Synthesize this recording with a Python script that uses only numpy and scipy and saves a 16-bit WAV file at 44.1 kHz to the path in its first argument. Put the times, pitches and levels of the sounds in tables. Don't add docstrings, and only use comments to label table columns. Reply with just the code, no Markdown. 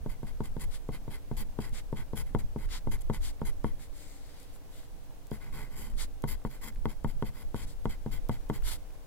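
import sys
import numpy as np
from scipy import signal
from scipy.fft import rfft, irfft
from scipy.io import wavfile
from scipy.ndimage import uniform_filter1d

SR = 44100
rng = np.random.default_rng(int(sys.argv[2]) if len(sys.argv) > 2 else 0)


def unload_wav(signal):
    wavfile.write(
        sys.argv[1],
        SR,
        np.round(np.clip(np.atleast_2d(signal).T, -1, 1) * 32767).astype(np.int16),
    )


def ratio(d):
    e = np.asarray(d, float) / 20
    return 10 ** e


N = 399546
TIME = np.arange(N) / SR
RIGHT_LAG = 4

# pitch in Hz, level in dB per Hz.
ROOM_COLOUR = [(26, -38), (45, -23), (112, 5.5), (182, -4.5), (244, -10.5), (283, 0.5), (320, -5.5),
               (353, -8.5), (419, -7), (462, -4.5), (719, -8.5), (919, -11.5), (1330, -17.5), (4200, -23.5),
               (15800, -27.5)]
ROOM_DB = -60.5
# pitch in Hz, level in dB, size and sign at the right microphone (left is 1).
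HUM = [(50, -55, -1), (282.3, -72.5, 0.96), (352, -82, 0.5), (468.4, -69.5, 0.016), (543, -85, -0.093),
       (797, -72.5, -0.16), (1553, -86, 1)]

# pitch in Hz, width in Hz, level in dB.
STAND = [(4, 6, -2), (17, 8, -2), (24.5, 5, 2), (38, 7, -12), (52, 5, -13), (80, 12, -12)]
# time in seconds, stand rocking in dB.
REST = [(0, -47), (3.7, -42.5), (4.2, -52), (4.9, -49), (5.25, -51.5), (5.8, -44), (6.5, -48), (8.7, -45),
        (9.06, -52)]
REST_PRESS_DB = -19.5
# time in seconds, stand rocking in
# dB, pressure on the desk in dB.
SHIFTS = [(0.0, -33, -51), (0.2, -41, -51), (0.36, -38.5, -54.5), (0.5, -36.5, -49), (0.64, -35, -47),
          (0.93, -42, -64), (1.03, -50, -53), (1.16, -42, -65), (1.39, -34.5, -59), (1.51, -38.5, -52),
          (1.72, -37, -47.5), (1.99, -38, -71), (2.19, -36, -52), (2.32, -48, -50), (2.43, -34, -50),
          (2.66, -33.5, -55), (2.92, -31.5, -49), (3.05, -35.5, -51.5), (3.199, -34, -64),
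          (3.47, -32.5, -63), (3.72, -38, -48.5), (3.9, -42, -65),
          (4.99, -47.5, -60), (5.53, -40.5, -57), (5.58, -42, -47), (5.95, -36, -47),
                (6.03, -38.5, -60), (6.31, -38, -67), (6.79, -36, -52), (7.06, -35.5, -54),
                (7.15, -38, -46), (7.27, -39.5, -51), (7.47, -41, -58), (7.63, -38.5, -47),
                (7.73, -39.5, -66), (7.89, -35.5, -53), (8.15, -34, -50), (8.4, -41, -62), (8.65, -32, -62)]
SHIFT_RISE_S, ROCK_FALL_S, PRESS_FALL_S = 0.068, 0.12, 0.038

# pitch in Hz, time to fall by 60 dB in seconds,
# signed strength at the left and at the right microphone in thousandths.
DESK = [(30.8, 0.098, -61.7, 7.9), (45.8, 0.121, 39.3, 11.8), (69.0, 0.231, 16.4, -16.6),
        (100.2, 0.048, -41.8, 99.3), (109.5, 0.117, 44.7, -29.9), (135.0, 0.24, 13.0, 4.1),
        (171.2, 0.043, -17.2, -36.9), (213.2, 0.067, 83.4, 31.9), (223.1, 0.07, -76.6, -12.9),
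        (255.2, 0.049, 6.1, -29.2), (315.1, 0.11, -5.4, -9.4), (422.0, 0.085, -10.0, -4.4),
        (459.8, 0.054, -13.4, -10.3), (515.0, 0.037, -8.8, -16.2), (621.1, 0.025, -9.9, -14.6),
        (724.0, 0.13, -3.3, -3.5), (804.4, 0.052, 4.9, 13.5), (888.0, 0.061, 13.6, 6.2),
        (947.7, 0.076, -6.8, -8.2), (1108.2, 0.024, -27.9, 5.4), (1157.9, 0.004, -12.1, -82.5),
        (1471.2, 0.037, 7.2, -10.7), (2104.5, 0.013, -130.1, -86.1), (3248.1, 0.009, -255.2, -31.5)]
DIRECT = (-.63, -.15)

# time in seconds, level in dB, pitch in Hz, left minus right in dB.
TICKS = [(0.3721, -51, 1460, -5), (1.2471, -54, 1200, -1), (1.527, -49, 1260, -2.5),
         (2.0797, -48, 1210, -2.5), (2.2944, -49, 1470, -0.5), (2.689, -45, 1500, 0), (2.992, -51, 2000, 0),
         (3.213, -50, 1500, 0), (3.395, -50, 1800, 0), (4.2714, -58, 7670, 1.0), (4.2904, -54, 1503, 0.5),
         (3.7952, -45, 1610, 1), (3.9259, -51, 923, 1.5), (4.5612, -46.5, 1360, -3), (4.8309, -44, 985, 1),
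         (5.108, -48, 1200, -6), (5.3844, -51, 1390, 1.0), (5.9376, -49, 1200, 3), (6.4174, -49, 1220, 0.5),
         (6.724, -50, 2020, 1.0), (6.7594, -46.5, 1550, -2), (8.411, -48, 1220, -0.5),
         (8.4344, -51, 1230, 1.0), (8.6227, -40, 1450, 6), (8.9044, -50, 1400, -4),
         (8.9537, -51, 1590, 0.0)]
# time in seconds, level in dB, pitch in Hz, left minus right in dB.
CRACKLES = [(0.8861, -55, 12000, 4.0), (1.694, -46, 10400, 5), (3.9794, -52, 7540, 0.0),
            (4.4, -49, 8000, 3.0), (4.4308, -49, 8000, 1.5), (5.2697, -51, 8500, 8),
            (6.2220, -47, 11500, 7), (6.4406, -55, 11000, 2.0), (6.749, -54, 10900, 0.5),
            (6.851, -53, 11500, 3.0), (7.8453, -54, 11500, 3.5), (8.2879, -44.5, 11000, 6),
            (8.4922, -51, 9500, 3.0), (8.6227, -47, 9000, 3)]
TICK_FADE_MS, CRACKLE_FADE_MS = 1.5, 0.6

# start in seconds, rise in ms, fall in ms, high level in dB,
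# middle over high in dB.
SLIDES = [(0.7, 45, 39, -60.5, 0.5), (1.723, 47, 41, -55.5, 3), (2.684, 63, 49, -55.5, 4),
          (3.209, 50, 58, -53.5, 1.5), (3.788, 20, 71, -63, -1), (3.9, 140, 190, -64.5, -0.5),
          (3.96, 11, 10, -71, -11), (4.15, 160, 300, -75, 7), (4.257, 12, 33, -75, -12),
          (4.379, 25, 63, -71.5, -19), (4.526, 27, 24, -66, -18), (4.7, 43, 150, -67, -1.5),
          (5.966, 44, 52, -50, -0.5), (7.6, 36, 16, -63, 0), (7.67, 13, 58, -62, -3),
          (8.628, 61, 84, -48, 0)]
LOW_UNDER_MIDDLE_DB = -3
# pitch in Hz, width in Hz, level in dB.
SKIN = [
    [(7570, 1700, 6), (10900, 2100, 4), (13500, 3200, 0)],
    [(3140, 790, 0), (4780, 2060, 0)],
    [(2090, 340, 0), (1480, 250, -1.5), (960, 500, -6.5)],
]

# start in seconds, rise in ms, fall in ms, paper hiss
# in dB, grip in dB.
STROKES = [(0.092, 10, 58, -61, -2), (0.265, 15, 38, -61, -1.5), (0.434, 24, 30, -58, -1.5),
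           (0.595, 23, 42, -49.5, -0.5), (0.918, 27, 41, -58, 0.5), (1.104, 29, 57, -58, -1),
           (1.368, 14, 58, -48.5, -0.5), (1.603, 15, 93, -58.5, 0.5), (1.958, 23, 57, -59, 2.5),
           (2.157, 30, 43, -49, 1.5), (2.261, 7.4, 45, -69, -6.5), (2.386, 4.5, 36, -56, -1.5),
           (2.582, 72, 9.6, -61, 0), (2.911, 13.3, 48, -50, 0), (3.008, 11, 6.8, -54.5, -10),
           (3.129, 16.5, 41, -54, 1), (3.451, 12.5, 51, -51.5, 0), (3.652, 20, 48, -64, -1),
           (5.322, 10, 51, -59.5, -3), (5.404, 19, 93, -66.5, 0), (5.524, 53, 118, -56.5, 2.5),
                 (5.7, 36, 25, -63, -1.5), (5.755, 70, 74, -53.5, -2), (5.897, 13, 13, -63, -8),
                 (6.275, 16, 70, -46.5, -1), (6.459, 5.3, 15, -61.5, -4), (6.497, 22, 72, -60.5, -3.5),
                 (6.612, 62, 33, -51, 1.5), (6.885, 19, 36, -58.5, -0.5), (7.073, 20, 32, -59.5, -2.5),
                 (7.248, 20, 38, -57.5, -0.5), (7.332, 87, 20, -61.5, -3), (7.551, 18, 94, -58, -1),
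                 (7.892, 10.5, 62, -56.5, 0.5), (8.114, 26, 50, -51.5, 0), (8.31, 18, 50, -59, 0),
                 (8.53, 24, 38, -56, 0)]
USUAL_HISS_DB, GRIP_TO_SCRAPE = -57, 0.75
SCRAPE_OVER_DB, SCRAPE_LAG = -5.5, 0.39
SHAFT_OVER_DB, SHAFT_LAG = -2.5, 0.62
# time in seconds, scrape in dB.
STEEPNESS = [(0, 1), (0.6, 1), (1.0, 1.5), (1.4, 3), (2.0, 1), (2.6, -1), (3.0, 2), (3.6, 1), (5.3, -1),
             (5.6, -1.5), (5.9, 1), (6.3, 0.5), (6.7, 0.5), (7.3, 2), (7.9, 2), (8.2, 2.5), (8.6, 1)]
# pitch in Hz, width in Hz, level in dB, left minus right in dB.
HISS = [(7340, 1100, 0, 5.5), (9000, 1200, -1, 3), (10400, 1150, 0, 7), (11500, 570, 1, 3.5),
        (13500, 1800, -3.5, 3), (15400, 700, -9, 2.5)]
MIDDLE_HISS = [(6540, 600, -1, 7), (7900, 800, 0, 3), (10200, 860, 3, 3), (11400, 900, 1, 5),
               (12700, 600, 0, 2), (15000, 1500, -10, 2.5)]
LATER_HISS = [(7550, 830, 2.5, 5.5), (9600, 500, -3.5, -4), (10640, 960, 2.5, 3.5), (12000, 1100, 1, 0),
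              (13300, 1400, 1.5, -0.5), (15600, 400, -6, 0)]
HAND_MOVES_S = (2.75, 4.5)
# pitch in Hz, width in Hz, level in dB, left minus right in dB.
SCRAPE = [(2630, 94, 0.5, -4), (3070, 110, 5, 0), (3273, 170, 4, 8.5), (3710, 150, 0.5, 3.5),
          (4000, 250, -2.5, 8), (4440, 130, 4, -1), (4860, 250, 3, 1), (5400, 280, -3, -7)]
# pitch in Hz, width in Hz, level in dB.
SHAFT = [(864, 123, -2.5), (1104, 173, -4.5), (1488, 130, -3), (1944, 116, -1.5), (2068, 82, 3.5),
         (2324, 340, -7.5)]
ECHO_NOTCH_HZ, ECHO_NOTCH_WIDTH_HZ = 5650, 230

# time in seconds, blow in dB, sharp edge in dB, first touch in dB.
TAPS = [(0.06, -25.5, -4, -35), (0.2298, -27.5, -2, -35), (0.404, -22, -4, -37), (0.565, -26.5, -3, -33),
        (0.8887, -23, -6, -33), (1.0778, -30.5, -1, -35), (1.3124, -25, -3, -35), (1.5876, -21.5, -1, -29),
        (1.9266, -23, -8, -26), (2.1324, -25, -11, -27), (2.3474, -14.5, -3.5, -40),
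        (2.5595, -24, -12, -39), (2.871, -23, -5, -35), (3.0978, -17, -4, -42), (3.4155, -21.5, -8, -29),
        (3.643, -16, -6, -29), (5.3145, -24.5, 1, -16.5), (6.2381, -18, 3.5, -40), (6.4487, -20, -5, -31),
        (6.8541, -15.5, 1, -43), (7.0446, -17, -4, -27), (7.2232, -18, 0, -29), (7.5431, -21, 1, -33),
        (7.8542, -16, -0.5, -33), (8.0605, -24, -3, -32), (8.2929, -17, 1.5, -39), (8.4978, -16, -1.5, -29)]
SOFT_CONTACT_MS, HARD_CONTACT_MS, SOFT_BLOW_DB, CONTACT_MS_PER_DB = 1.377, 0.88, -24, 0.14
# pitch in Hz, width in Hz, level in dB.
KNOCK = [(1527, 95, 7.5), (1920, 110, -10), (2066, 30, 3), (2520, 520, -19), (3210, 140, -1.5),
         (4090, 650, -11.5)]
# pitch in Hz, width in Hz, level in dB.
CLACK = [(1800, 480, -1)]


def unit(x):
    return x / np.sqrt(np.mean(x ** 2))


def tilt(db):
    return np.array([[db], [-db]]) / 2


def walk(rate):
    hold = int(SR / rate)
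    steps = np.repeat(rng.standard_normal(N // hold + 1), hold)
    return unit(uniform_filter1d(uniform_filter1d(steps, hold), hold)[:N])


def window(s, ms):
    span = slice(max(int(s * SR) + 1, 0), min(int(s * SR + ms * SR / 1000), N))
    return span, (TIME[span] - s) * 1000


def pulse(age, ms):
    return np.sin(np.pi * np.clip(age / ms, 0, 1)) ** 2


def pair(alike):
    shared, left, right = rng.standard_normal((3, N))
    common = np.array([shared, np.roll(shared, RIGHT_LAG)])
    return np.sqrt(alike) * common + np.sqrt(1 - alike) * np.array([left, right])


def resonate(x, modes, drift_db=0.):
    total = 0
    for k, (hz, width, db, *pan_db) in enumerate(modes):
        ring = signal.lfilter(*signal.iirpeak(hz, hz / width, SR), x)
        if drift_db:
            db = db + drift_db * walk(6.02)[:x.shape[-1]]
        ring = (-1) ** k * ratio(db) * ring
        if pan_db:
            ring = ratio(tilt(pan_db[0])) * ring
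        total = total + ring
    return total


def envelopes(table, edge_ms, rise, fall, fade=(1, 1, 1)):
    out = np.zeros((3, N))
    for start, rise_ms, fall_ms, db, *layer_db in table:
        corners = np.cumsum([0, edge_ms + abs(rise_ms), edge_ms + abs(fall_ms)])
        span, age = window(start - edge_ms / 1000, corners[-1])
        swell = np.sin(np.pi * np.interp(age, corners, [0, 1, 2]) / 2).clip(0)
        shape = np.where(age < corners[1], rise, fall * np.array(fade)[:, None])
        out[:, span] += ratio(db + np.array([0, *layer_db]))[:, None] * swell ** shape
    return out


def room():
    hz = np.fft.rfftfreq(N, 1 / SR) + 1
    alike = .5 * np.exp(-np.log(hz / 350) ** 2 / 1.07)
    shared, left, right = rfft(rng.standard_normal((3, N)))
    mixed = np.sqrt(alike) * shared + np.sqrt(1 - alike) * np.array([left, right])
    colour_hz, colour_db = np.transpose(ROOM_COLOUR)
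    colour = ratio(np.interp(np.log(hz), np.log(colour_hz), colour_db))
    air = ratio(ROOM_DB + 4.0 + .5 * walk(1.59)) * unit(irfft(colour * mixed, N))
    hum = np.zeros((2, N))
    for tone_hz, db, sign in HUM:
        tone = np.sin(2 * np.pi * tone_hz * TIME + 0.8 * walk(4))
        hum += ratio(db + 3.0 + 1.3 * walk(2.7)) * tone * np.array([[1], [sign]])
    return air + hum + ratio(-70.5) * rng.standard_normal((2, N))


def desk(force):
    t = TIME[:SR // 2]
    hz, t60, *shape = np.transpose(DESK)
    fades = np.exp(-np.log(1000) * t / t60[:, None])
    rings = fades * np.sin(2 * np.pi * hz[:, None] * t)
    answer = np.array(shape) @ rings / 1000
    answer[:, 0] = DIRECT
    return signal.fftconvolve(answer, force[None], axes=1)[:, :N]


def shake(drag, db):
    force = np.convolve(rng.standard_normal(N), pulse(TIME[:60] * 1000, 1.06), "same")
    return ratio(db) * desk(force * drag) / np.std(desk(force))


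def low(x, top_hz):
    return signal.sosfilt(signal.butter(2, [70, top_hz], "bp", fs=SR, output="sos"), x)


def hand():
    rock = ratio(np.interp(TIME, *np.transpose(REST)))
    press = rock * ratio(REST_PRESS_DB)
    for s, rock_db, press_db in SHIFTS:
        span, age = window(s - .25, 650)
        age = age / 1000 - .25
        rise = np.exp(np.minimum(age, 0) / SHIFT_RISE_S)
        age = np.maximum(age, 0)
        rock[span] = np.maximum(rock[span], ratio(rock_db) * rise * np.exp(-age / ROCK_FALL_S))
        press[span] = np.maximum(press[span], ratio(press_db) * rise * np.exp(-age / PRESS_FALL_S))
    return rock, press


def rumble():
    sway = [(13.5, 36.6, 0)]
    rock, left, right = (resonate(resonate(rng.standard_normal(N), STAND), sway) for _ in range(3))
    rocking, pressure = hand()
    stand = rocking * ratio(6.5) * unit(np.array([left + 0.5 * rock, right - 0.58 * rock]))
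    return stand + low(shake(pressure, 1.8), top_hz=226)


def ticks():
    out = np.zeros((2, N))
    noise = rng.standard_normal(N)
    for table, fade_ms in ((TICKS, TICK_FADE_MS), (CRACKLES, CRACKLE_FADE_MS)):
        for s, db, hz, pan_db in table:
            span, age = window(s, 30)
            band = [(hz, 1.35 * hz, 1.5)]
            burst = resonate(resonate(noise[span] * np.exp(-age / fade_ms), band), band)
            out[:, span] += ratio(db + 2.5 + tilt(pan_db)) * burst
    return out


def slides():
    table = [(*row, row[-1] + LOW_UNDER_MIDDLE_DB) for row in SLIDES]
    levels = envelopes(table, edge_ms=5.3, rise=1.47, fall=1.11)
    brush = np.zeros((2, N))
    for level, modes in zip(levels, SKIN):
        brush += level * unit(resonate(pair(0.49), modes, drift_db=1.5))
    return brush * ratio(4.0 + 1.1 * walk(66) + tilt(3.0)) + shake(levels[2], -2.3)


def stroke_layers():
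    layers = []
    for *row, db, grip_db in STROKES:
        faster_db = db - USUAL_HISS_DB
        scrape_db = SCRAPE_OVER_DB - SCRAPE_LAG * faster_db + GRIP_TO_SCRAPE * grip_db
        shaft_db = SHAFT_OVER_DB - SHAFT_LAG * faster_db + grip_db
        layers.append((*row, db, scrape_db, shaft_db))
    return layers


def hiss_colour(noise):
    parts = np.split(noise, (np.array(HAND_MOVES_S) * SR).astype(int), axis=1)
    colours = (HISS, MIDDLE_HISS, LATER_HISS)
    return np.hstack([unit(resonate(part, modes, drift_db=1.0)) for part, modes in zip(parts, colours)])


def strokes():
    hiss, scrape, shaft = envelopes(stroke_layers(), edge_ms=1.5, rise=.45, fall=1.3, fade=(1, .8, .5))
    drag = ratio(.9 * walk(45) + 1.6 * walk(400))
    steep = ratio(2.5 + np.interp(TIME, *np.transpose(STEEPNESS)))
    grain = hiss * hiss_colour(pair(.58))
    scraping = steep * scrape * unit(resonate(pair(0.51), SCRAPE, drift_db=1.5))
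    ring = ratio(4.0) * shaft * unit(resonate(pair(0.8), SHAFT, drift_db=0.44))
    heard = drag * ratio(1.5 + tilt(0.4)) * (grain + scraping + ring)
    return heard + shake(drag * shaft, 8.6) + low(shake(drag * shaft, 10.8), top_hz=150)


def taps():
    push, edge, crack, settle, clack = np.zeros((5, N))
    for s, db, edge_db, touch_db in TAPS:
        span, age = window(s + .0013, 40)
        contact_ms = SOFT_CONTACT_MS - CONTACT_MS_PER_DB * max(db - SOFT_BLOW_DB, 0)
        push[span] += ratio(db - 5.0) * pulse(age, max(contact_ms, HARD_CONTACT_MS))
        edge[span] -= ratio(db + edge_db + 3.0) * pulse(age, 0.094)
        crack[span] += ratio(db + edge_db - 24) * np.exp(-age / 0.9)
        clack[span] += ratio(db + 0.6 * edge_db - 15.5) * np.exp(-age / 3.0)
        settle[span] += ratio(db) * np.exp(-age / 15.4)
        span, age = window(s - .0035, 20)
        crack[span] += ratio(db + touch_db + 1.5) * np.exp(-age / 1.2)
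    ring = resonate(edge, KNOCK)
    ring = np.array([ring, ratio(-3.0) * np.roll(ring, RIGHT_LAG)])
    cracking = resonate(crack * pair(0.2), HISS + SCRAPE)
    clacking = resonate(clack * pair(0.75), CLACK)
    return desk(push) + shake(settle, -15.5) + ring + cracking + clacking


def scene():
    notch = signal.iirnotch(ECHO_NOTCH_HZ, ECHO_NOTCH_HZ / ECHO_NOTCH_WIDTH_HZ, SR)
    rubbing = signal.lfilter(*notch, slides() + strokes())
    return room() + rumble() + ticks() + rubbing + taps()


def low_pass(x):
    return signal.sosfilt(signal.butter(12, 16830, fs=SR, output="sos"), x)


def record(dry):
    mix = signal.sosfilt(signal.ellip(8, .2, 40, 15850, fs=SR, output="sos"), dry)
    return low_pass(mix)


dry = scene()
out = record(dry)
unload_wav(out)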